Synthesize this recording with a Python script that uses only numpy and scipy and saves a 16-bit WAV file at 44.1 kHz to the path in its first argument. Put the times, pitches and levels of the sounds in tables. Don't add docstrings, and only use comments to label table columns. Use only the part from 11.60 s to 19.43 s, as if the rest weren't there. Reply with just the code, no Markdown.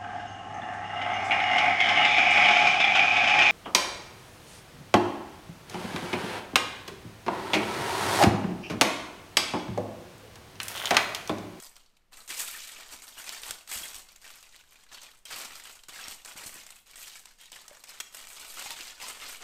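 import sys
import numpy as np
from scipy import signal
from scipy.fft import rfft, irfft, next_fast_len
from scipy.io import wavfile
from scipy.ndimage import uniform_filter1d

SR = 44100
rng = np.random.default_rng(int(sys.argv[2]) if len(sys.argv) > 2 else 0)


def inscribe(sig):
    pcm = np.round(np.clip(np.atleast_2d(sig).T, -1, 1) * 32767)
    wavfile.write(sys.argv[1], SR, pcm.astype(np.int16))


N = 345303

# f/Hz, relative spectral density/dB
FOIL_SPECTRUM = [(71, -67), (120, -23.5), (166, -15), (383, -9), (450, -7.5), (530, -5.5), (995, -1),
                 (1190, -0.5), (1460, 0.5), (2540, 1), (6330, -0.5), (8250, 1.5), (10300, -8),
                 (13700, -4.5), (15500, -13.5)]
# start t/s, rise t/s, hold t/s, effort level/dB,
# broad low folds/dB, fine bright wrinkles/dB (the last two relative to the effort level)
HAND_PULLS = [(0, 0.0029, 0.0038, -49, -4, 2), (0.141, 0.021, 0.0037, -57.5, -7, -32),
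              (.513, .009, 0.1, -53.5, -4.5, 1), (0.676, 0.026, .06, -39, -11, -1),
              (0.758, 0.04, .015, -38, -10, 5), (0.859, .021, 0.18, -42, -15, 1.5),
              (1.09, 0.039, .14, -48, -6, -8), (1.302, 0.024, 0.0064, -47.5, -6.5, -1.5),
              (1.42, 0.0035, .11, -50, -7.5, 4.5), (1.543, 0.041, 0.082, -45, -7.5, 2.5),
              (1.671, .003, 0.086, -41.5, -9, -2), (1.789, 0.074, .033, -43.5, -4.5, 1.5),
              (2.062, .06, .05, -39, -10, -1), (2.171, 0.05, 0.14, -46.5, -7, 2),
              (2.376, .018, .13, -59, -6.5, -24), (2.594, 0.033, .086, -49, -10, -3.5),
              (2.76, 0.025, 0.19, -55, -9.5, -3.5), (3.04, .04, .21, -58.5, -8, -4),
              (3.29, 0.04, 0.0043, -43.5, -8, -3.5), (3.411, 0.0093, 0.024, -49, -7, -3.5),
              (3.653, 0.0042, 0.055, -45.5, -12.5, -3.5), (3.678, 0.047, 0.129, -41, -6, -6),
              (3.928, 0.026, .15, -47.5, -9, -2.5), (4.284, .004, 0.0079, -47, -5.5, -5),
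              (4.315, 0.058, 0.12, -42.5, -8, -1.5), (4.648, 0.0047, .065, -46.5, -4, 1),
              (4.754, 0.021, .07, -43.5, -6, 2.5), (4.918, 0.033, .03, -47, -6.5, 0),
              (5.065, 0.0043, .061, -54.5, -8, 3.5), (5.246, 0.022, .07, -53.5, -10, -10),
              (5.357, .004, 0.056, -50.5, -8, 4), (5.402, 0.015, .15, -47, -13.5, 1),
              (5.655, 0.0032, .006, -54.5, -9, -11), (5.778, .035, .01, -50, -14, -3.5),
              (5.918, 0.0031, 0.042, -47, -6, -1), (6.08, 0.0042, .12, -55.5, -4.5, -4),
              (6.238, .004, 0.035, -53.5, -17, -8), (6.26, 0.037, .075, -48.5, -8, -4.5),
              (6.48, .12, 0.02, -47, -7, -3.5), (6.65, .11, 0.23, -46, -8, 0),
              (6.953, 0.029, .13, -40.5, -9.5, -6.5), (7.145, 0.044, .11, -43, -10, -4.5),
              (7.382, .035, 0.049, -37.5, -6.5, -1), (7.518, 0.083, .1, -42, -8, -4),
              (7.795, 0.023, .02, -44, -0.5, -8)]


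def crinkle():
    effort_db, broad_db, fine_db = effort()
    flurry = flurries(per_s=15, life_s=0.049)
    median_per_s, growth_db_per_db = 600, 0.8
    creases_per_s = median_per_s * amp(growth_db_per_db * (effort_db - np.median(effort_db)) + 1.5 * flurry)
    sheet = crackle(creases_per_s, spread_db=5.8, t60=0.0059, ring_db=-2.0)
    sheet += amp(-11) * noise(FOIL_SPECTRUM)
    broad = unit(filtered(sheet, lambda hz: lowpass(hz, 1297)))
    middle = unit(filtered(sheet, lambda hz: lowpass(hz, 6910) - lowpass(hz, 1693)))
    fine = unit(filtered(sheet, lambda hz: 1 - lowpass(hz, 7500)) * amp(2.3 * flurry))
    bands = amp(effort_db) * middle + amp(broad_db) * broad + amp(fine_db - 1.1) * fine
    return amp(0.6 * flurry - 4.3) * bands


def effort():
    rest_db, settling_db_per_s = -89, 110.5
    t = np.arange(N) / SR
    power = np.full((3, N), amp(rest_db) ** 2)
    for start, rise, hold, db, broad_db, fine_db in HAND_PULLS:
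        during = slice(*np.searchsorted(t, [start, start + 1]))
        age = t[during] - start
        settled_db = settling_db_per_s * np.maximum(age - rise - hold, 0)
        stroke = np.minimum(age / rise, 1) * amp(db - settled_db)
        power[:, during] += np.outer(amp([0, broad_db, fine_db]), stroke) ** 2
    return 10 * np.log10(power)


def flurries(per_s, life_s):
    starts = (rng.random(N) < per_s / SR) * rng.uniform(.5, 1, N)
    fading = np.sqrt(signal.lfilter([1], [1, -np.exp(-1 / (life_s * SR))], starts))
    return unit(fading - fading.mean())


def crackle(per_s, spread_db, t60, ring_db, patch_count=72):
    buckles = rng.random(N) < per_s / SR
    sizes = amp(spread_db * np.minimum(rng.standard_normal(N), 2.2))
    owner = rng.integers(patch_count, size=N)
    clicks = buckles * sizes * rng.choice([-1, 1], N)
    local_power = uniform_filter1d(uniform_filter1d(clicks ** 2, SR // 10), SR // 10)
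    clicks /= np.sqrt(np.abs(local_power) + 1e-9)
    patches = []
    for hz in np.geomspace(1300, 13000, patch_count):
        note = amp(ring_db) / (1 + (hz / 8000) ** 2) * unit(damped_mode(hz, t60=0.054))
        patches.append(crease(hz, t60, focus_db=8.5, flutter_db=-10.5) + note)
    track = np.zeros(N)
    for i in np.flatnonzero(clicks):
        add(track, i / SR, clicks[i] * patches[owner[i]])
    return unit(track)


def crease(pitch_hz, t60, focus_db, flutter_db, size=3072):
    t, hz = np.arange(size) / SR, np.fft.rfftfreq(size, 1 / SR)
    onset = 1 - np.exp(-t / (0.03 * t60))
    crack = rfft(rng.standard_normal(size) * amp(-60 * t / t60) * onset)
    flutter = rfft(rng.standard_normal(size) * amp(flutter_db - 60 * t / 0.09))
    flutter /= 1 + (hz / 14000) ** 2
    octaves = np.log2((hz + 1) / pitch_hz)
    colour_db = along(FOIL_SPECTRUM, hz) + focus_db * np.exp(-(octaves / 0.67) ** 2)
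    cepstrum = irfft(np.log(amp(colour_db)))
    cepstrum[1:size // 2] *= 2
    cepstrum[size // 2 + 1:] = 0
    return unit(irfft((crack + flutter) * np.exp(rfft(cepstrum))))


def snaps():
    # t/s, peak level/dB, f/Hz, t60/s
    strain_snaps = [(0.165, -38, 3180, 0.011), (.367, -52, 2850, 0.039), (0.57, -38.5, 8900, 0.043),
                    (.677, -35, 8600, .025), (.691, -30, 8700, .018), (0.7044, -26.5, 2700, 0.023),
                    (0.797, -22, 8700, .004), (1.005, -31, 5200, 0.0096), (1.208, -34, 2210, 0.017),
                    (1.6926, -18, 3980, 0.0051), (1.833, -27.5, 3920, .022), (1.9079, -19, 7000, 0.019),
                    (2.0756, -29.5, 7500, 0.021), (2.1128, -25, 7950, 0.033), (2.344, -31.5, 9100, .02),
                    (2.56, -39.5, 7300, 0.025), (2.703, -37, 1190, 0.016), (2.827, -39, 4400, .018),
                    (2.962, -38.5, 3410, 0.013), (3.998, -33, 1834, 0.024), (4.235, -39, 3900, 0.031),
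                    (4.4818, -26.5, 7650, .016), (5.1041, -34, 8500, 0.029), (6.401, -22, 6700, .03),
                    (6.405, -24, 3300, .022), (6.546, -31.5, 6700, 0.024), (6.671, -30.5, 9300, 0.0068),
                    (6.994, -26, 3010, .025), (7.023, -28, 3400, 0.019), (7.06, -30, 1200, 0.019),
                    (7.1054, -23, 3400, 0.021), (7.2086, -26, 3370, .008)]
    sudden_s = 0.008
    grab_db, grab_hz, grab_t60 = -33.5, 6860, 0.023
    grabs = [(start, grab_db, grab_hz, grab_t60) for start, rise, *_ in HAND_PULLS if rise < sudden_s]
    track = np.zeros(N)
    for start, db, hz, t60 in grabs + strain_snaps:
        snap = crease(hz, t60, focus_db=5, flutter_db=-20)
        add(track, start, amp(db) * snap / np.abs(snap).max())
    return track


def pings():
    # t/s, relative level/dB, f/Hz (the two rows at 6.40 s are two modes of one facet)
    facets = [(0.885, -44, 1370), (.950, -38.5, 1824), (1.58, -43, 2900), (2.234, -37, 3300),
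              (3.656, -44.5, 3170), (4.391, -41, 1624), (4.44, -41, 5550), (6.112, -47.5, 587),
              (6.401, -45, 1490), (6.403, -37.5, 3280), (7.060, -40.5, 818), (7.112, -40.5, 930),
              (7.435, -43, 1010)]
    track = np.zeros(N)
    for start, db, hz in facets:
        add(track, start, amp(db + 4.0) * damped_mode(hz, t60=0.054))
    return track


def bumps():
    # t/s, relative peak level/dB, gain of the deep modes/dB
    knocks = [(.710, -52.5, -20), (1.339, -53.5, -19), (1.900, -50, -12), (2.157, -48.5, 4),
              (2.212, -52, -5), (2.353, -56, 11), (3.733, -55.5, -16), (4.285, -55, -19), (4.480, -51, -13),
              (4.756, -51, -16), (4.861, -47, -19), (4.956, -52.5, -14), (7.200, -54, -19)]
    # f/Hz, relative level/dB, t60/s
    board_modes = [(45, -4.5, 0.12), (84.5, 0, 0.063), (179, -8, 0.09), (227.5, -7, 0.08),
                   (317, 1.5, 0.031)]
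    track, t = np.zeros(N), np.arange(SR // 3) / SR
    for start, db, deep_db in knocks:
        board = sum(amp(mode_db + deep_db * (hz < 120)) * damped_mode(hz, t60, size=len(t))
                    for hz, mode_db, t60 in board_modes)
        scuff = rng.standard_normal(len(t)) * amp(-60 * t / 0.043)
        thud = signal.fftconvolve(scuff, board)
        add(track, start, amp(db + 4.0) * thud / np.abs(thud).max())
    return track


def kitchen(direct):
    # f/Hz, t60/s
    decay_times = [(200, 0.67), (3000, 0.52), (8000, 0.46), (15000, 0.48)]
    hz, t, spectra = signal.stft(rng.standard_normal(SR // 2), SR, nperseg=256)
    decay = amp(-60 * t / along(decay_times, hz)[:, None])
    _, tail = signal.istft(spectra * decay, SR, nperseg=256)
    tail = np.concatenate([np.zeros(round(.005 * SR)), tail])
    return signal.fftconvolve(direct, tail / np.linalg.norm(tail))[:N]


def background():
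    # f/Hz, relative spectral density/dB
    hiss_spectrum = [(35, -55), (60, -13.5), (135, -11), (206, -7), (220, -13), (1740, -20.5),
                     (2590, -21.5), (15500, -35.5)]
    # f/Hz, relative spectral density/dB
    rumble_spectrum = [(4, 5.5), (12, -9.5), (20, 1), (32, -23.5), (60, -20), (120, -33.5), (300, -83)]
    # t/s, relative level/dB
    rumble_envelope = [(0.0, -63), (5.08, -63.5), (6.0, -70.5), (7.83, -58)]
    rumble_db = np.interp(np.arange(N) / SR, *np.transpose(rumble_envelope))
    return amp(-75) * noise(hiss_spectrum) + amp(rumble_db + 2.5) * noise(rumble_spectrum)


def damped_mode(hz, t60, size=3072):
    t = np.arange(size) / SR
    return amp(-60 * t / t60) * np.sin(2 * np.pi * hz * t)


def noise(spectrum):
    return unit(filtered(rng.standard_normal(N), lambda hz: amp(along(spectrum, hz))))


def filtered(x, response):
    size = next_fast_len(N + SR // 2)
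    return irfft(rfft(x, size) * response(np.fft.rfftfreq(size, 1 / SR)), size)[:N]


def lowpass(hz, edge_hz):
    return 1 / (1 + (hz / edge_hz) ** 6)


def along(points, hz):
    frequencies, values = np.transpose(points)
    return np.interp(np.log(hz + 1), np.log(frequencies + 1), values)


def amp(db):
    return 10 ** (np.asarray(db) / 20)


def unit(x):
    return x / np.sqrt(np.mean(x ** 2) + 1e-20)


def add(track, start_s, sound):
    part = track[max(round(start_s * SR), 0):][:len(sound)]
    part += sound[:len(part)]


def scene():
    direct = crinkle() + snaps() + pings() + bumps()
    return (direct + amp(-9.5) * kitchen(direct) + background())[None]


def record(dry):
    cutoff_hz = 15600
    return np.array([filtered(channel, lambda hz: hz < cutoff_hz) for channel in dry])


dry = scene()
out = record(dry)
inscribe(out)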